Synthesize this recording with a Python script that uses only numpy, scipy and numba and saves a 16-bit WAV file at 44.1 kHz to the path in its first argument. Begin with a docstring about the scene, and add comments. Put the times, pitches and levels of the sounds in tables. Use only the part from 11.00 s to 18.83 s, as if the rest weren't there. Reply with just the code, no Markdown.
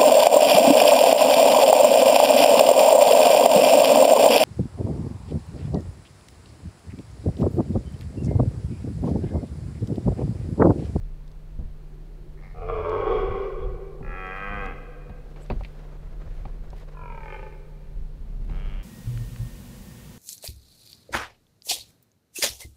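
"""A harsh stag's roar fills the forest after a short moan; a clear nearer roar, a growl and a fourth's start follow.
Each call is a train of vocal-fold pulses ringing in a long throat; in the three main ones the resonances sink
as the neck stretches. Trunks give early echoes, the wood a long tail, the far forest edge a late swell.
Close by, a hand-held camera hums, whines, rumbles, knocks and clicks, with one thin squeak.
Behind lie rustling clothing, shuffling feet, a very distant stag and still air."""
import sys
import numpy as np
from scipy import signal
from scipy.fft import rfft, irfft, next_fast_len
from scipy.io import wavfile
from scipy.ndimage import uniform_filter1d
from numba import njit

SR = 44100
rng = np.random.default_rng(int(sys.argv[2]) if len(sys.argv) > 2 else 0)


def inscribe(sig):
    """Save sig as 16-bit PCM at rate SR to the path in sys.argv[1].

    A 1-D sig is mono; a 2-D sig holds one channel per row.
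    Samples are clipped to [-1, 1] before scaling.
    """
    pcm = np.round(np.clip(np.atleast_2d(sig).T, -1, 1) * 32767)
    wavfile.write(sys.argv[1], SR, pcm.astype(np.int16))


N = 345258
TIME = np.arange(N) / SR

# course of each call: (start [s], crest [s], end [s]); the last is past its crest when it starts
MOAN_TIMES = (1.358, 1.456, 1.595)
HARSH_TIMES = (1.536, 2.075, 2.48)
CLEAR_TIMES = (3.015, 3.56, 3.75)
GROWL_TIMES = (5.935, 6.34, 6.56)
LAST_TIMES = (7.48, 7.35, 7.88)
# voice pitch: (time [s], pulse rate [Hz]); the chest plays the harsh one too
MOAN_PITCH = [(1.37, 88), (1.54, 98)]
HARSH_PITCH = [(1.54, 77.14), (1.71, 93.17), (1.78, 85.5), (1.87, 83.32), (2.05, 106.4), (2.11, 122.2),
               (2.3, 130)]
CLEAR_PITCH = [(3.02, 45), (3.11, 84.5), (3.16, 94.8), (3.28, 93.9), (3.53, 102), (3.59, 100.8), (3.65, 96),
               (3.7, 86), (3.74, 72)]
GROWL_PITCH = [(5.94, 46), (6.115, 46), (6.163, 32), (6.25, 40), (6.355, 54), (6.375, 29), (6.45, 28),
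               (6.49, 15)]
LAST_PITCH = [(7.471, 79.7), (7.55, 92.1), (7.648, 103.4), (7.74, 97), (7.83, 96.5)]
# low, middle and high register, before onset, release and heaves:
# (level at the crest [dB], attack [s], swell before the crest [dB/s], fade after it [dB/s])
MOAN_REGISTERS = [(-78, .02, 1.5, 11), (-56.5, .03, 30, 108), (-56.5, .025, 9, 59.5)]
HARSH_REGISTERS = [(-31, 0.063, 10.8, 42), (-37, 0.064, 4.6, 33), (-51, 0.067, 5.5, 14.7)]
CLEAR_REGISTERS = [(-38.5, 0.0085, 23, 5.6), (-36.5, 0.056, 8.7, 16), (-38.5, 0.075, 4.3, 19)]
GROWL_REGISTERS = [(-50, 0.01, 22, 33), (-50, 0.016, 1, 32), (-51.5, 0.028, 29, 54)]
LAST_REGISTERS = [(-51.5, 0.0083, 1, 20.3), (-53, 0.016, 1, 18), (-54.5, 0.036, 8, 2.5)]
# throat resonances of a stretching neck, before evening and rebound:
# (start frequency [Hz], stretched frequency [Hz], glide [s], width [Hz], level [dB])
HARSH_THROAT = [(473, 395.2, 0.42, 52, 10), (742, 496.6, 0.53, 49, 6.5), (1193, 759, 0.542, 50, -3.5),
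                (1286, 1092, 0.32, 40, -1.5), (1410, 1215, 0.57, 53, -8.5), (1840, 1475, 0.49, 94, -18.5),
                (2110, 1962, 0.51, 110, -10), (2440, 2276, 0.29, 190, -8.5), (2900, 2870, 0.54, 240, -24.5),
                (3400, 3300, 0.19, 170, -15.5)]
CLEAR_THROAT = [(222, 217.5, 0.14, 24, -4.5), (533, 468.6, 0.62, 30, -5), (850, 738, 0.28, 44, -4.5),
                (1180, 1068, .5, 60, -5.5), (1360, 1215, 0.7, 43.4, 2), (1695, 1550, 0.5, 35, 2.5),
                (1950, 1960, 0.4, 107, 8), (2482, 2420, 0.87, 67, 4.5), (2800, 2800, 0.56, 70, -13),
                (3280, 3135, 0.45, 52, -8.5)]
GROWL_THROAT = [(443, 392, 0.43, 50, 7), (610, 526, 0.45, 45, 8), (1028, 865, 0.32, 24, 8.5),
                (1410, 1230, 0.38, 31, -1.5), (1720, 1510, .37, 20, -3), (2460, 1785, 0.32, 65, 1),
                (2450, 2140, 0.36, 40, 6), (2510, 2380, 0.28, 68, 5.5), (3070, 2700, 0.4, 55, -13),
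                (3570, 2960, 0.49, 84, -13)]
# throats held still: (frequency [Hz], width [Hz], level [dB])
MOAN_THROAT = [(480, 150, 3), (1240, 170, -16), (1810, 110, -6), (2130, 210, -5.5)]
LAST_THROAT = [(430, 320, 13), (1250, 160, 2.5), (1630, 300, 2), (2220, 310, 2.5), (2780, 240, 0),
               (3180, 250, -3)]
# kinds of voice: (pitch jitter [share], shimmer [dB], rasp [share])
FLUTTERING = (.12, 3, .6)
SMOOTH = (.002, .6, .1)
RASPING = (.004, 1.3, .25)
ROUGH = (.017, 3, .33)


def stags():
    """All calls, direct and by way of the trees; the harsh roar drives the forest hardest."""
    harsh_throat = stretching(HARSH_THROAT, HARSH_TIMES, rebound=0, evening=0.037)
    clear_throat = stretching(CLEAR_THROAT, CLEAR_TIMES, rebound=0.066, evening=0.065)
    growl_throat = stretching(GROWL_THROAT, GROWL_TIMES, rebound=0, evening=0.35)
    moan = roar(MOAN_TIMES, MOAN_PITCH, MOAN_REGISTERS, MOAN_THROAT, FLUTTERING, hiss_db=-18.0)
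    harsh = roar(HARSH_TIMES, HARSH_PITCH, HARSH_REGISTERS, harsh_throat, ROUGH, hiss_db=-24.0)
    clear = roar(CLEAR_TIMES, CLEAR_PITCH, CLEAR_REGISTERS, clear_throat, SMOOTH, hiss_db=-37)
    growl = roar(GROWL_TIMES, GROWL_PITCH, GROWL_REGISTERS, growl_throat, RASPING, hiss_db=-27)
    last = roar(LAST_TIMES, LAST_PITCH, LAST_REGISTERS, LAST_THROAT, SMOOTH, hiss_db=-21.5)
    others = moan + clear + growl + last
    to_trunks = from_db(-5) * (harsh + last) + from_db(-6) * growl + from_db(-18) * clear
    early = trunks(to_trunks, spread_s=.08)
    # the low register spreads all round and carries furthest among the trees
    to_forest = from_db(-2.0) * harsh + from_db(-11.5) * others + from_db(-10.5) * band(others, 900, "low")
    late = forest(to_forest, edge_s=0.515, edge_db=-14.5, build_s=0.015)
    return harsh + chest(level_db=5.5) + others + early + late


# heaves of effort within the calls: (time [s], half length [s], boost [dB])
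HEAVES = [(1.702, 0.023, 4.5), (1.915, 0.067, 2), (2.111, 0.039, 5.5), (2.355, 0.041, 3.5), (6.07, 0.12, 5),
          (6.332, 0.067, 5)]


def roar(times, pitch, registers, throat, roughness, hiss_db):
    """Pulses ring in the throat; the opening mouth sets the strength of its low, middle and high registers."""
    span = (TIME > times[0]) & (TIME < times[-1])
    t, out = TIME[span], np.zeros(N)
    sounding = TIME[TIME > pitch[0][0]]
    pitch_hz = curves(pitch, sounding)[0]
    source = np.interp(t, sounding, folds(sounding, pitch_hz, *roughness))

    rings = []
    for k, (hz, width, db) in enumerate(throat):
        centre = np.full(N, hz, float)[span]
        gain = from_db(np.full(N, db, float)[span])
        narrow = resonate(source, centre, float(width), SR)
        # a broad second pass darkens the valleys between resonances
        ring = resonate(narrow, centre, 500., SR)
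        rings.append(gain * ring * (-1) ** k)

    heave_db = sum(db * np.exp(-((t - s) / half_s) ** 2) for s, half_s, db in HEAVES)
    levels_db = [db + heave_db for db in envelopes(times, registers, t)]
    # the topmost resonance speaks only at full effort
    effort = from_db(1.08 * (levels_db[2] - levels_db[2].max()) + 2.0)
    voice = band(sum(rings[:-1]) + effort * rings[-1], 4040, "low", order=4)
    low = band(voice, 700, "low", order=5)
    middle = band(voice, [700, 1700], "band", order=5)
    high = band(voice, 1700, "high", order=5)
    for part, db in zip((low, middle, high), levels_db):
        out[span] += evened(part, size=3500) * from_db(db)
    # a little of the rasp escapes above the throat's resonances
    hiss = rms_one(band(source, [3400, 5400], "band"))
    out[span] += hiss * from_db(levels_db[2] + hiss_db)
    out[span] *= signal.windows.tukey(len(t), .03)
    return out


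def folds(t, pitch_hz, jitter, shimmer_db, rasp):
    """Vocal folds: one uneven pulse a cycle, each followed by a puff of turbulence."""
    cycles = np.cumsum(pitch_hz * (1 + jitter * drift(90, t))) / SR + 2 / 3
    # the root keeps pulse power steady as the pitch moves
    pulses = np.diff(np.floor(cycles), prepend=0) * np.sqrt(SR / pitch_hz)
    since_pulse_s = (cycles % 1) / pitch_hz
    puffs = rms_one(rng.standard_normal(len(t)) * np.exp(-since_pulse_s / 0.012))
    return (pulses + rasp * puffs) * from_db(shimmer_db * drift(55, t))


@njit
def resonate(x, hz, width, sr):
    """A two-pole resonance with a moving centre and gain near 1 on top."""
    y, r = np.zeros(len(x)), np.exp(-np.pi * width / sr)
    for i in range(2, len(x)):
        drive = (1 - r * r) / 2 * (x[i] - x[i - 2])
        y[i] = drive + 2 * r * np.cos(2 * np.pi * hz[i] / sr) * y[i - 1] - r * r * y[i - 2]
    return y


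def envelopes(times, registers, t):
    """Level of each register [dB]: it opens, swells towards the crest, fades and is released."""
    start, crest, end = times
    onset_db, release_db, release_s = 19.5, 22, 0.025
    release = release_db * np.exp((t - end) / release_s)
    levels = []
    for db, attack_s, rise, fade in registers:
        onset = onset_db * np.exp(-(t - start) / attack_s)
        slopes = rise * np.maximum(crest - t, 0) + fade * np.maximum(t - crest, 0)
        levels.append(db - onset - slopes - release)
    return levels


def stretching(throat, times, rebound, evening):
    """Resonances sink as the neck stretches, even out as the mouth opens, and rise by a share as it relaxes."""
    start, crest, end = times
    relaxing = 1 + rebound * np.interp(TIME, [crest, end], [0, 1])
    contrast = 1 - evening * np.interp(TIME, [start, crest], [0, 1]) ** 2
    moving = []
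    for first_hz, last_hz, glide_s, width, db in throat:
        hz = np.interp(TIME, [start, start + glide_s], [first_hz, last_hz])
        moving.append((hz * relaxing, width, db * contrast))
    return moving


# course of the harsh roar's fundamental: (time [s], level before the overall gain [dB])
CHEST = [(1.54, -53.5), (1.792, -41.5), (2.02, -42.5), (2.15, -59.5), (2.46, -53)]


def chest(level_db):
    """The deep fundamental under the harsh roar: a sine at its pulse rate with a weak octave."""
    phase = 2 * np.pi * np.cumsum(curves(HARSH_PITCH, TIME)[0]) / SR
    return from_db(level_db) * swell(CHEST) * (np.sin(phase) + 0.2 * np.sin(2 * phase))


def trunks(x, spread_s, count=40):
    """Early echoes from the nearest trees: random taps that weaken with delay, unit energy in all."""
    delay, strength = rng.uniform(.004, .16, count), rng.standard_normal(count)
    response = np.zeros(SR // 2)
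    response[(delay * SR).astype(int)] = strength * np.exp(-delay / spread_s)
    return signal.fftconvolve(x, response / np.linalg.norm(response))[:N]


# the forest's answer by band: (frequency [Hz], time to fall 60 dB [s], relative level [dB])
FOREST = [(100, 1.2, -13), (262, 3.3, 0), (453, 2.62, 5), (750, 2.3, -27), (1214, 1.68, 2.5),
          (2470, 1.05, 5.5), (4620, 0.85, 8)]


def forest(x, edge_s, edge_db, build_s):
    """Scatter from countless trunks dies away by band; the far forest edge sends back a late swell."""
    t, response = TIME[:2 * SR], 0
    edge = from_db(edge_db) * np.exp(-((t - edge_s) / 0.024) ** 2)
    for hz, t60, db in FOREST:
        scatter = band(rng.standard_normal(len(t)), [hz / 1.226, hz * 1.432], "band")
        decay = from_db(-60 * t / t60) * (1 - np.exp(-t / build_s))
        response = response + from_db(db) * scatter * (decay + edge) / np.sqrt(np.sum(decay ** 2))
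    return signal.fftconvolve(x, response)[:N]


# touches, before the overall gains: (time [s], thud level [dB], knock level [dB], snap level [dB])
TOUCHES = [(0.588, -30.5, -62, -80), (2.295, -28, -60, -80), (3.009, -32.5, -43, -78),
           (4.095, -35, -39, -54), (4.36, -51, -47, -53), (4.501, -26, -24.5, -39), (4.51, -45, -26, -49),
           (4.519, -26.5, -30.5, -46), (4.608, -47, -37, -55), (4.636, -57, -57, -48),
           (4.648, -50, -46, -41), (5.453, -36.5, -36, -51), (5.73, -42, -40, -65),
           (7.495, -34, -44, -51.5)]
# fine ticks, before the overall gain: (time [s], level [dB])
TICKS = [(0.278, -42.5), (0.316, -47), (1.894, -36.5), (3.266, -41), (3.6587, -35.5), (4.462, -44),
         (5.703, -39), (5.799, -45)]
# resonances of the housing: (frequency [Hz], width [Hz], relative level [dB])
HOUSING = [(205, 34, 5.5), (420, 56, 1.5), (584.2, 60, 8.5), (763, 78, 12), (908, 55, 6.5)]
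# spectra of snap, tick and the thud (also the hand's buffeting): (frequency [Hz], relative level [dB])
SNAP_COLOUR = [(1200, -11), (1700, 7), (2400, 14.5), (3300, 2), (4700, 2), (6000, -30), (12000, -40)]
TICK_COLOUR = [(3500, 14.5), (4500, 15), (7000, 6), (14000, -15)]
BUFFET_COLOUR = [(40, -18.5), (60, 1), (100, -4.5), (210, -10), (300, -21), (900, -34)]


def handling(thud_db, knock_db, snap_db, tick_db, thud_s, knock_s, snap_s, tick_s):
    """Each touch gives a thud, a knock ringing in the housing and a snap; fine ticks fall between."""
    out, t = np.zeros(N + SR), TIME[:SR // 4]
    for s, thud, knock, snap in TOUCHES:
        contact = rng.standard_normal(len(t)) * np.exp(-t / knock_s)
        body = 0
        for hz, width, db in HOUSING:
            body = body + from_db(db) * resonate(contact, np.full(len(t), float(hz)), float(width), SR)
        body = band(body, 1050, "low", order=4)
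        thud_shape = np.exp(-t / thud_s) * (1 - np.exp(-t / 0.0015))
        sound = from_db(thud + thud_db) * noise(BUFFET_COLOUR, size=len(t)) * thud_shape
        sound += from_db(knock + knock_db) * body / np.abs(body).max()
        sound += from_db(snap + snap_db) * noise(SNAP_COLOUR, size=len(t)) * np.exp(-t / snap_s)
        out[int(s * SR):int(s * SR) + len(t)] += sound
    for s, db in TICKS:
        tick = from_db(db + tick_db) * noise(TICK_COLOUR, size=len(t)) * np.exp(-t / tick_s)
        out[int(s * SR):int(s * SR) + len(t)] += tick
    return out[:N]


def squeak(at_s, hz, length_s, level_db):
    """One thin, high squeak: a brief bump of narrow noise."""
    colour = [(hz * 0.86, -20), (hz, 0), (hz * 1.12, -11), (hz * 1.4, -16)]
    return from_db(level_db) * noise(colour) * bump(at_s, length_s)


# faint camera whine, before a 2 dB lift: (frequency [Hz], rms level [dB])
WHINE = [(3898, -90), (4048, -93), (4199, -88.5), (4500, -87.5)]


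def camera_hum():
    """A steady hum that wavers slightly in pitch and level, with faint fixed whine tones."""
    hum_hz = 149.5 + 0.95 * drift(5, TIME)
    hum_db = -50 + 1.27 * drift(8, TIME)
    hum = from_db(hum_db) * np.sin(2 * np.pi * np.cumsum(hum_hz) / SR)
    whine = sum(from_db(db + 2.0) * np.sin(2 * np.pi * hz * TIME) for hz, db in WHINE)
    return np.sqrt(2) * (hum + whine)  # sine peak from rms level


# sways of the hand that holds the camera: (time [s], half length [s], rumble level [dB], buffet level [dB])
SWAYS = [(0.015, 0.15, -30.5, -62), (0.63, 0.097, -31, -64), (1.72, 0.16, -33, -47),
         (2.217, 0.2, -29, -41.5), (2.662, 0.12, -27.5, -48), (3.101, 0.092, -31.5, -46.5),
         (3.6, 0.15, -33, -42), (4.566, 0.072, -26, -47), (5.39, 0.42, -33, -52), (6.132, 0.15, -38, -47),
         (6.417, 0.057, -38.5, -48), (7.005, 0.091, -29, -47.5), (7.583, 0.37, -27.5, -41)]
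# rumble spectrum: (frequency [Hz], relative level [dB])
RUMBLE_COLOUR = [(15, -12), (25, -9.5), (35, -0.5), (48, -19), (70, -25.5), (120, -35)]


def hand_sway():
    """The moving hand: deep rumble and buffeting noise swell with each sway above a resting level."""
    rumble_gain = movements([(s, half_s, db) for s, half_s, db, _ in SWAYS], still_db=-39)
    buffet_gain = movements([(s, half_s, db) for s, half_s, _, db in SWAYS], still_db=-56)
    rumble = rumble_gain * evened(noise(RUMBLE_COLOUR), size=4000)
    return rumble + buffet_gain * noise(BUFFET_COLOUR)


# brushes of clothing: (time [s], half length [s], level [dB])
BRUSHES = [(3.47, 0.33, -65), (4.58, 0.28, -65.5), (5.36, 0.15, -67.5), (5.79, 0.044, -61.5),
           (6.38, 0.24, -67), (7.63, 0.26, -66)]
# clothing spectrum: (frequency [Hz], relative level [dB])
RUSTLE_COLOUR = [(1500, 9), (4000, 3), (7000, -5.5), (15000, -13)]


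def clothing():
    """Rustling cloth: bright noise made grainy by a fast random level."""
    return movements(BRUSHES, still_db=-81) * noise(RUSTLE_COLOUR) * from_db(2.7 * drift(150, TIME))


# course of the shuffling feet, before a 3.5 dB lift: (time [s], level [dB])
SHUFFLE = [(4.3, -59.5), (4.804, -59.5), (5.92, -59)]
# shuffle spectrum: (frequency [Hz], relative level [dB])
SHUFFLE_COLOUR = [(250, 0), (480, 5), (750, -5), (1500, -10.5), (3000, -21.5), (7000, -32.5)]


def feet():
    """Shuffling feet: duller noise with a coarse, uneven grain."""
    grain = from_db(4.5 * drift(54, TIME))
    return from_db(3.5) * swell(SHUFFLE, fade=0.18) * noise(SHUFFLE_COLOUR) * grain


# course of the very distant stag, before a 0.5 dB cut: (time [s], level [dB])
FAR_ROAR = [(0.8, -60.5), (1.398, -55.5), (1.5, -96)]


def distant_stag():
    """A very distant roar, blurred to a narrow band of noise."""
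    return from_db(-0.5) * swell(FAR_ROAR, fade=0.041) * noise([(320, 0), (380, 5), (470, -10), (560, -23)])


# spectrum of still air: (frequency [Hz], relative level [dB])
AIR_COLOUR = [(170, 4), (280, -4.5), (400, -2), (700, -10), (1400, -16.5), (2500, -21.5), (4400, -27),
              (7000, -31.5), (15500, -35)]


def still_air():
    """Steady noise, darkening towards the treble."""
    return from_db(-57) * noise(AIR_COLOUR)


def from_db(db):
    """Decibels to gain."""
    return 10 ** (np.asarray(db) / 20)


def rms_one(x):
    """Scale to unit power."""
    return x / np.sqrt(np.mean(x ** 2) + 1e-20)


def curves(rows, t):
    """Each column of a table, joined by straight lines in time."""
    s, *columns = np.transpose(rows)
    return [np.interp(t, s, c) for c in columns]


def swell(rows, fade=0.035):
    """Gain that follows a level table and fades away outside it over fade seconds."""
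    inside = np.minimum(TIME - rows[0][0], rows[-1][0] - TIME)
    return from_db(curves(rows, TIME)[0]) * np.clip(1 + inside / fade, 0, 1)


def bump(at_s, half_s):
    """A smooth rise and fall of height 1."""
    return np.exp(-np.minimum(((TIME - at_s) / half_s) ** 2, 50))


def movements(rows, still_db):
    """Gain of separate movements, added in power above a resting level."""
    power = sum((from_db(db) * bump(s, half_s)) ** 2 for s, half_s, db in rows)
    return np.sqrt(from_db(still_db) ** 2 + power)


def band(x, hz, kind, order=2):
    """Butterworth filter."""
    sos = signal.butter(order, np.clip(hz, 10, .45 * SR), kind, fs=SR, output="sos")
    return signal.sosfilt(sos, x + 1e-18)


def noise(colour, size=N):
    """Noise of a given spectrum, falling 30 dB per octave further beyond its ends; rms 1."""
    hz, db = np.transpose(colour)
    padded = next_fast_len(size)
    octave = np.log2(np.maximum(np.arange(padded // 2 + 1) * SR / padded, 1))
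    beyond = np.abs(octave - np.clip(octave, np.log2(hz[0]), np.log2(hz[-1])))
    gain = from_db(np.interp(octave, np.log2(hz), db) - 30 * beyond)
    return rms_one(irfft(rfft(rng.standard_normal(padded)) * gain, padded)[:size])


def drift(rate, t):
    """Random wander about 0: normal values, rate of them a second, joined by lines."""
    knots = np.arange(0, N / SR + 1, 1 / rate)
    return np.interp(t, knots, rng.standard_normal(len(knots)))


def evened(x, size):
    """Hold the short-term power at 1."""
    return x / np.sqrt(np.abs(uniform_filter1d(x ** 2, size)) + 1e-14)


def scene():
    """Stags, handling, camera and surroundings summed to one channel."""
    touches = handling(thud_db=1, knock_db=5.0, snap_db=0, tick_db=-12.5,
                       thud_s=0.028, knock_s=0.0037, snap_s=0.0067, tick_s=0.003)
    close = touches + squeak(at_s=4.428, hz=7700, length_s=.018, level_db=-62.5) + camera_hum() + hand_sway()
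    surroundings = clothing() + feet() + distant_stag() + still_air()
    return (stags() + close + surroundings)[None]


def record(dry):
    """The sound fades in over 10 ms and the top is cut steeply at 15750 Hz."""
    steep_cut = signal.ellip(12, .1, 80, 15750, fs=SR, output="sos")
    return signal.sosfilt(steep_cut, dry * np.minimum(TIME / .01, 1))


dry = scene()
out = record(dry)
inscribe(out)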